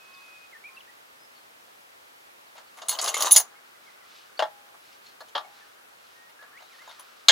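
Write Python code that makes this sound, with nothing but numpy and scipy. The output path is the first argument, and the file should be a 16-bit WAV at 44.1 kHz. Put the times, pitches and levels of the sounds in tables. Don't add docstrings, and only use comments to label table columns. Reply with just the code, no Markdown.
import sys
import numpy as np
from scipy import signal
from scipy.fft import rfft, irfft
from scipy.io import wavfile
from scipy.ndimage import uniform_filter1d

SR = 44100
rng = np.random.default_rng(int(sys.argv[2]) if len(sys.argv) > 2 else 0)


def generate_wav(sig):
    pcm = np.round(np.clip(np.atleast_2d(sig).T, -1, 1) * 32767).astype(np.int16)
    wavfile.write(sys.argv[1], SR, pcm)


N = 322371

# start in seconds, level in dB of box, wrench, socket and socket top,
# favoured pitch in Hz of the same four, damped ring time as a share of the free one, rasp in dB.
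BLOW_ROWS = [(2.552, -50.5, -58, -68, -59.5, 743, 2400, 6020, 9700, .52, -1.5),
             (2.579, -50, -49.5, -60, -73, 785, 2340, 7040, 9460, 1.9, -2),
             (2.772, -48, -54, -58, -56.5, 843, 2150, 7340, 10600, .47, 3.5),
             (2.786, -47, -50.5, -59, -61, 895, 1960, 6490, 10770, 0.19, 2),
             (2.817, -39, -44, -49.5, -59, 728, 3600, 6930, 10200, 1.05, -0.5),
             (2.884, -41, -33.5, -26.5, -26.5, 1430, 3900, 8100, 9930, 1.4, -9),
             (2.892, -40.5, -26, -26, -21.5, 990, 4290, 6520, 10250, 0.95, -8),
             (2.914, -39.5, -31.5, -39, -40, 1460, 4400, 6840, 10000, 0.49, 1),
             (2.926, -33.5, -35, -33, -37, 885, 3610, 5950, 10500, 0.78, -13),
             (2.948, -40.5, -38.5, -44, -62, 920, 2980, 6780, 10310, 0.47, -13),
             (2.988, -31.5, -23, -32.5, -40, 784, 4590, 7100, 10870, .27, -5.5),
             (3.013, -44, -35, -28, -32, 774, 5570, 7710, 10850, 0.65, -0.5),
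             (3.041, -37.5, -32, -29, -29, 734, 5200, 6450, 10160, 1.9, 0),
             (3.077, -35.5, -26.5, -31, -36, 1640, 4370, 6760, 9800, 0.76, -12),
             (3.087, -35, -32, -29.5, -31, 764, 2840, 6630, 10000, 0.52, 0),
             (3.142, -48, -23.5, -28, -32, 780, 2143, 6780, 10800, 0.81, -4),
             (3.169, -36.5, -31, -31, -37, 960, 3080, 5950, 9300, 0.97, -5),
             (3.205, -29.5, -30, -26, -29, 820, 3720, 5730, 10900, 0.24, -7),
             (3.221, -41, -26.5, -26, -25, 720, 4500, 6200, 10870, .28, 0),
             (3.245, -41, -56, -33, -40, 920, 3770, 6030, 9300, 0.41, 0),
             (3.257, -32, -35.5, -32, -47, 760, 4150, 6160, 9360, 0.22, 4.5),
             (3.268, -27.5, -36, -30.5, -37, 1014, 3740, 6250, 10400, 0.69, 1),
             (3.309, -50, -25.5, -24, -20, 1190, 3780, 6070, 10700, 0.31, 0),
             (3.319, -35, -26.5, -15.5, -3, 870, 3780, 6470, 10000, .28, -10.5),
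             (3.338, -48, -32.5, -22.5, -21.5, 1497, 5310, 6570, 10400, 0.25, -3),
             (3.349, -35, -26, -30, -31.5, 613, 3800, 6560, 9950, 0.44, 1),
             (3.361, -26.5, -14.5, -9.5, -11, 873, 5220, 6810, 9100, 0.55, -3.5),
             (3.377, -32, -27, -21, -13, 1670, 5120, 6470, 9340, 0.72, -5.5),
             (3.398, -34, -34.5, -28.5, -27, 760, 4020, 6490, 15070, .39, 0),
             (4.392, -22.5, -28, -47, -50.5, 662, 2830, 6860, 10400, 0.6, 2.5),
             (4.423, -18.5, -29.5, -48, -69, 752, 3350, 5940, 10390, 0.78, -6),
             (4.742, -51.5, -70.5, -70, -67.5, 1117, 1950, 6470, 10500, 0.46, -4.5),
             (5.062, -74, -49.5, -61, -67.5, 947, 4290, 6850, 11300, 1.6, -26.5),
             (5.205, -38, -46, -59, -57.5, 642, 4280, 6740, 12660, 0.57, -1),
             (5.283, -67, -57, -61, -64, 460, 3140, 6090, 9700, .6, 0.5),
             (5.351, -24, -26.5, -55.5, -60, 921, 3280, 6750, 12800, 0.91, -1.5),
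             (5.377, -32.5, -36, -55.5, -56, 1144, 3286, 5650, 10700, 0.77, -0.5),
             (5.446, -46.5, -62, -71.5, -70, 740, 4280, 6200, 10200, 1.1, 0.5),
             (6.294, -58, -53, -73.5, -62.5, 820, 1970, 6300, 10670, 0.63, -3.5),
             (6.424, -48.5, -56.5, -67.5, -76, 1644, 2000, 5850, 9800, 0.57, -3),
             (6.604, -54, -55.5, -69.5, -70, 800, 2010, 6960, 15300, .49, 0),
             (6.622, -51, -56.5, -64.5, -67, 726, 3830, 6200, 10860, 0.75, -2),
             (6.815, -52, -57, -65, -64.5, 1133, 1960, 6740, 11530, .5, -5),
             (6.875, -42.5, -56, -58, -69, 950, 3770, 6820, 11070, 0.82, -12),
             (6.892, -50.5, -48, -66, -60.5, 1080, 3640, 5650, 10300, 0.5, -3.5),
             (6.911, -52.5, -48, -63, -67, 940, 2010, 6670, 9300, .47, -1),
             (6.994, -48, -55.5, -55, -46, 1010, 3270, 5990, 10600, 1.06, -1.5),
             (7.284, -20, -5, -15, -27.5, 1312, 3930, 6900, 10850, 0.15, -5),
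             (7.293, -19.5, -11, -21.5, -45, 1790, 3270, 7040, 10010, 0.27, -1.5)]
# pitch in Hz, relative level in dB, free decay of 60 dB in seconds.
BOX_MODES = [(300, -20, .15), (484, -12, .15), (560, -9, .12), (630, -6, .14), (662, -9, .18),
             (738, -4, .1), (818, -23, 1.3), (860, -6, .1), (921, -7, .11), (1007, -5, .12), (1090, -8, .1),
             (1174, -6, .12), (1308, -9, .11), (1427, -9, .1), (1610, -8, .1), (1690, -10, .08),
             (1830, -11, .08)]
WRENCH_MODES = [(1960, -12, .07), (2140, -5, .07), (2400, -15, .06), (2840, -6, .1), (2990, -10, .08),
                (3090, -10, .08), (3275, -7, .09), (3430, -8, .08), (3640, -8, .1), (3790, -7, .1),
                (4045, -8, .1), (4280, -6, .12), (4400, -10, .08), (4600, -10, .08), (4760, -11, .08),
                (5040, -10, .1), (5208, -7, .08)]
SOCKET_MODES = [(5730, -10, .08), (5940, -12, .08), (6200, -9, .08), (6282, -6, .09), (6443, -5, .1),
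                (6515, -6, .09), (6854, -4, .11), (7050, -12, .08), (7413, -13, .09), (7710, -12, .08),
                (8070, -14, .09), (8320, -13, .11)]
SOCKET_TOP_MODES = [(9327, -7, .08), (9995, -9, .1), (10102, -3, .11), (10256, -12, .09), (10856, -10, .09),
                    (11780, -14, .1), (12050, -16, .18), (12765, -11, .09), (13050, -16, .06),
                    (13560, -16, .09), (14712, -8, .2), (15472, -14, .14)]
# base rasp level in dB, rasp decay
# of 60 dB in seconds, blur of the modes as share of their Hz, lift of the favoured mode in dB,
# left minus right in dB, unlike share at the two ports (0-1).
CONTACTS = [(-2, 0.18, 0.086, 10, 3, 0.33), (-1.5, 0.12, 0.1, 12.0, -1, .25),
            (1, 0.12, .05, 10.0, -1.5, .3), (0.5, 0.053, .08, 12.5, -.5, 0.4)]
# time in seconds, box in dB, tools in dB, before object trims.
SLIDE_LEVELS = [(2.74, -70, -67), (2.9, -51, -63), (3.05, -34, -35), (3.124, -41, -43),
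                (3.214, -30.5, -34.5), (3.272, -34.5, -33), (3.4, -58.5, -64.5), (3.46, -54.5, -66)]
# peak time in seconds, length in seconds, level in dB.
BRUSHES = [(.2, 0.75, -62), (1.39, 0.14, -67.5), (2.585, 0.049, -56.5), (2.69, .07, -70),
           (3.69, .08, -66.5), (3.88, 0.15, -61.5), (4.163, 0.25, -56.5), (4.867, .1, -58),
           (4.938, 0.066, -58.5), (5.079, 0.11, -59), (5.289, 0.055, -63), (5.6, 0.26, -60),
           (6.1, 0.25, -62.5), (6.635, .15, -65.5), (6.9, 0.48, -57), (7.21, .2, -62)]
# time in seconds, level in dB.
SCUFF_LEVELS = [(0, -63), (.5, -64.5), (1, -67), (2.5, -74), (2.585, -58), (2.67, -67.5), (3.47, -60),
                (3.7, -64.5), (4.2, -63), (4.4, -63.5), (4.9, -67.5), (5.35, -64.5), (5.45, -62.5),
                (5.8, -63), (6.3, -65), (6.55, -58.5), (6.7, -61.5), (6.9, -56.5), (7.3, -63)]
# start in seconds, length in seconds, pitch in Hz at start, turn and end,
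# place of the turn (0-1), level in dB that the swell reaches at the end.
WHISTLES = [(0, 0.46, 2540, 2542, 2503, 0.31, -49.5), (0.079, .14, 1075, 1095, 1090, 0.7, -60),
            (0.138, 0.051, 5170, 3580, 3500, 0.42, -62), (0.524, 0.049, 2180, 1794, 1804, 0.54, -49),
            (0.639, 0.055, 2190, 2520, 2100, 0.72, -46.5), (0.689, 0.11, 1070, 1060, 1063, .5, -62),
            (0.747, .022, 4700, 4420, 3400, 0.5, -58.5), (0.767, 0.0202, 2750, 2610, 2820, 0.55, -48),
            (0.787, 0.035, 3020, 3600, 2240, .35, -60), (0.874, 0.031, 1740, 1975, 1790, 0.52, -55),
            (1.192, .07, 5060, 5090, 5080, 0.6, -63), (1.354, .03, 4970, 4400, 4300, .35, -60),
            (2.465, 0.032, 5000, 4180, 3750, .45, -67), (2.669, 0.024, 4570, 4530, 4070, 0.57, -61),
            (3.551, .03, 2120, 2210, 2230, .5, -64), (3.75, .022, 2074, 1984, 1913, 0.55, -60),
            (3.864, 0.034, 2160, 2150, 1910, 0.34, -57), (4.012, .035, 2110, 1930, 1910, 0.5, -62),
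            (4.373, .018, 3900, 4580, 4123, 0.53, -51.5), (5.44, 0.021, 2290, 2200, 2192, 0.25, -56.5),
            (5.607, 0.033, 1836, 1740, 1744, 0.46, -57.5), (6.155, 0.13, 1870, 1862, 1880, 0.34, -59),
            (6.39, 0.058, 1660, 1712, 1680, .4, -52), (6.528, 0.07, 1690, 1948, 2840, 0.6, -54),
            (6.62, 0.071, 3700, 3790, 4000, 0.3, -65), (6.704, 0.054, 2500, 1852, 1774, 0.67, -55.5),
            (6.784, 0.047, 1710, 2063, 2150, 0.58, -55)]
# start in seconds, level in dB that the swell reaches at the end.
PIP_ROWS = [(.25, -72), (.73, -72), (1.28, -77), (1.71, -72), (2.25, -75), (2.701, -79), (4.76, -72.5),
            (5.76, -75), (6.72, -70)]
# frequency in Hz, relative density in dB per Hz.
AIR_SPECTRUM = [(15, -65), (25, -43), (64, -12.5), (170, -10), (223, -6.5), (335, -4.5), (439, -1.5),
                (887, -1), (1440, -4.5), (1700, -4), (1840, -4), (3820, -7), (7920, -12.5), (11600, -12.5),
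                (16000, -15.5)]
# frequency in Hz, left-right part against the shared part in dB.
AIR_WIDTH = [(60, -16.5), (110, -13.5), (200, -2.5), (380, 2.5), (700, 5.5), (1290, 8.5), (2380, 5.5),
             (4400, 0.5), (8120, -3), (15000, -3)]

AIR_DB = -58.06
YARD_DB, YARD_T60_S, YARD_GAP_S, YARD_HZ = -20, 0.16, 0.014, 3500
ECHO_DB, ECHO_T60_S = -8, 0.51
PIP_HZ, PIP_S = 11100, 0.12
NOTE_EDGE_S, SWELL_DB_PER_S = 0.0017, 19.5
RISE_MS, RISE_AT_DB, HALVING_DB = 1.0, -47, 39.5
FREE_MS, BLOW_PAN_DB = 16, 0.55
LOPSIDED = .008
TOP_HZ = 16000


def undb(db):
    return 10 ** (np.asarray(db) / 20)


def unit(x):
    return x / np.sqrt(np.mean(x ** 2) + 1e-30)


def pan(db):
    return undb(np.array([[db], [-db]]) / 2)


def band(x, lo_hz, hi_hz, order=2):
    return signal.sosfilt(signal.butter(order, [lo_hz, hi_hz], "bandpass", fs=SR, output="sos"), x)


def highpass(x, hz, order):
    return signal.sosfilt(signal.butter(order, hz, "highpass", fs=SR, output="sos"), x)


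def fade(t, t60):
    return np.exp(-np.log(1000) * t / t60)


def scatter(x, tail):
    return signal.fftconvolve(x[None], tail / np.sqrt(np.sum(tail[0] ** 2)), axes=1)[:, :N]


def curve(rows, column, rest):
    rows = np.array(rows, float)
    return np.interp(np.arange(N) / SR, rows[:, 0], rows[:, column], left=rest, right=rest)


def walk(rate):
    k = int(SR / rate)
    steps = np.repeat(rng.standard_normal(N // k + 1), k)
    return 1.3 * uniform_filter1d(uniform_filter1d(steps, k), k)[:N]


def air():
    log_hz = np.log(np.maximum(np.fft.rfftfreq(N, 1 / SR), 1))
    spectrum, width = np.array(AIR_SPECTRUM), np.array(AIR_WIDTH)
    shape_db = np.interp(log_hz, np.log(spectrum[:, 0]), spectrum[:, 1])
    side_db = np.interp(log_hz, np.log(width[:, 0]), width[:, 1])
    white = rfft(rng.standard_normal((2, N)))
    mid, side = irfft(white * undb([shape_db, shape_db + side_db]), N)
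    level = undb(AIR_DB + 0.287 * walk(0.99))
    return np.array([mid + side, mid - side]) * level / np.sqrt(np.mean(mid ** 2))


def yard(x):
    t = np.arange(SR // 2) / SR
    tail = rng.standard_normal((2, len(t))) * fade(t, YARD_T60_S) * (t > YARD_GAP_S)
    tail = signal.lfilter(*signal.butter(1, YARD_HZ, fs=SR), tail)
    return undb(YARD_DB) * scatter(x, tail)


def birds():
    out, wobble, flutter = np.zeros(N), walk(60), walk(150)
    pips = [(s, PIP_S, PIP_HZ, PIP_HZ, PIP_HZ, .5, db) for s, db in PIP_ROWS]
    for s, length, start_hz, turn_hz, end_hz, turn, db in WHISTLES + pips:
        a = int(max(s, 0) * SR)
        t = np.arange(int(length * SR)) / SR
        b = a + len(t)
        pitch = np.interp(t / length, [0, np.clip(turn, .1, .9), 1], [start_hz, turn_hz, end_hz])
        pitch = uniform_filter1d(pitch, size=200, mode="nearest")
        glide = np.tanh(np.abs(np.gradient(np.log(pitch))) * SR / 18.0)
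        rough_pitch = pitch * (1 + (0.0014 + 0.072 * glide) * wobble[a:b])
        phase = 2 * np.pi * np.cumsum(rough_pitch) / SR
        swell_db = db - SWELL_DB_PER_S * (length - t)
        size = undb(swell_db - 2.3 * glide + (0.5 + 7.6 * glide) * flutter[a:b])
        edges = np.clip(np.minimum(t, length - t) / NOTE_EDGE_S, 0, 1)
        out[a:b] += np.sqrt(2) * size * edges * np.sin(phase)
    tail = rng.standard_normal((2, SR // 2)) * fade(np.arange(SR // 2) / SR, ECHO_T60_S)
    return out + undb(ECHO_DB) * scatter(out, tail)


def rustle():
    t, out = np.arange(N) / SR, 0
    swells = (undb(db) ** 2 * np.exp(-(2.85 * (t - s) / length) ** 2) for s, length, db in BRUSHES)
    cloth = np.sqrt(sum(swells))
    scuff = undb(curve(SCUFF_LEVELS, 1, -64.))
    # level, band in Hz, left minus right in dB
    for level, lo_hz, hi_hz, pan_db in ((cloth, 2200, 5200, 0.44), (scuff, 1100, 1600, 4.9)):
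        grains = rng.standard_normal(N) * undb(1.2 * walk(150) + 0.79 * walk(25))
        out = out + level * pan(pan_db) * unit(band(grains, lo_hz, hi_hz))
    return out


def objects():
    t, hz_axis, out = np.arange(SR // 3) / SR, np.fft.rfftfreq(SR, 1 / SR), []
    for modes, contact in zip((BOX_MODES, WRENCH_MODES, SOCKET_MODES, SOCKET_TOP_MODES), CONTACTS):
        hz, db, t60 = (column[:, None] for column in np.transpose(modes))
        offset = (hz_axis - hz) / (contact[2] * hz)
        power = np.sum(undb(db) ** 2 / (1 + offset ** 2) ** 2, axis=0)
        noise = unit(irfft(rfft(rng.standard_normal((2, SR))) * np.sqrt(power), SR))
        waves = np.exp(2j * np.pi * hz * t)
        out.append((hz, db, t60, waves, noise, contact))
    return t, out


def ring(thing, favourite_hz, rasp_db, age):
    hz, db, t60, waves, noise, contact = thing
    base_db, rasp_t60, _, lift_db, pan_db, unlike = contact
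    spot, start = rng.standard_normal((3, len(hz))), rng.integers(SR // 2)
    away = np.log(hz[:, 0] / favourite_hz)
    db = db[:, 0] + 4.5 * spot[0] + lift_db * np.exp(-(away / .015) ** 2)
    db = db + 6.7 * np.exp(-(away / 0.24) ** 2)
    size = undb(db) * np.exp(2j * np.pi * spot[1]) / np.sqrt(np.sum(undb(db) ** 2) / 2)
    ports = size * np.exp(1j * unlike * spot[2] * np.array([[1], [-1]]))
    clear = (ports @ (waves * fade(age, t60))).imag
    grit = noise[:, start:start + len(age)]
    peak = signal.lfilter(*signal.iirpeak(favourite_hz, 4.0, fs=SR), grit)
    grit = unit(grit + 2.4 * peak)
    shared, own = grit * fade(age, rasp_t60) * undb(base_db + rasp_db)
    rasp = np.array([shared + unlike * own, shared - unlike * own])
    return (clear + rasp) * pan(pan_db)


def slide(t, things):
    out = 0
    for k, (db, hz) in enumerate(((4.0, 1200), (-1, 3600), (-3.5, 6840), (-4.5, 8700))):
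        sizes = rng.standard_normal(N) * undb(3.1 * rng.exponential(size=N))
        hail = unit(sizes * (rng.random(N) < .03))
        body = ring(things[k], hz, 4.8, 15.0 * t)
        pushed = hail * undb(db + curve(SLIDE_LEVELS, 1 if k == 0 else 2, -120.))
        out = out + scatter(pushed, body)
    return out


def blows(t, things):
    out = np.zeros((2, N + SR))
    gaps = np.diff([row[0] for row in BLOW_ROWS] + [N / SR + 1])
    for (s, *each, share, rasp_db), gap in zip(BLOW_ROWS, gaps):
        levels, favourites = each[:4], each[4:]
        rise_ms = RISE_MS * 2 ** ((RISE_AT_DB - max(levels)) / HALVING_DB)
        rise = 1 - np.exp(-t * 1000 / rise_ms)
        damped_s = np.maximum(t - min(FREE_MS / 1000, gap), 0)
        age = t + damped_s * (1 / np.clip(share, .08, 1.5) - 1)
        chatter = undb(1.9 * unit(uniform_filter1d(rng.standard_normal(len(t)), size=120)))
        sound = 0
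        for thing, db, hz in zip(things, levels, favourites):
            sound = sound + undb(db) * ring(thing, hz, rasp_db, age)
        i = int(s * SR)
        out[:, i:i + len(t)] += rise * chatter * sound * pan(BLOW_PAN_DB)
    return out[:, :N]


def scene():
    steel = objects()
    metal = highpass(blows(*steel) + slide(*steel), 400, 3)
    sources = metal + birds()
    return sources + yard(sources.mean(axis=0)) + rustle() + air()


def record(dry):
    thud = highpass(dry ** 2, 20, 1)
    bent = np.clip(dry + LOPSIDED * thud, -1, 1)
    return signal.sosfilt(signal.ellip(10, .2, 70, TOP_HZ, fs=SR, output="sos"), bent)


dry = scene()
out = record(dry)
generate_wav(out)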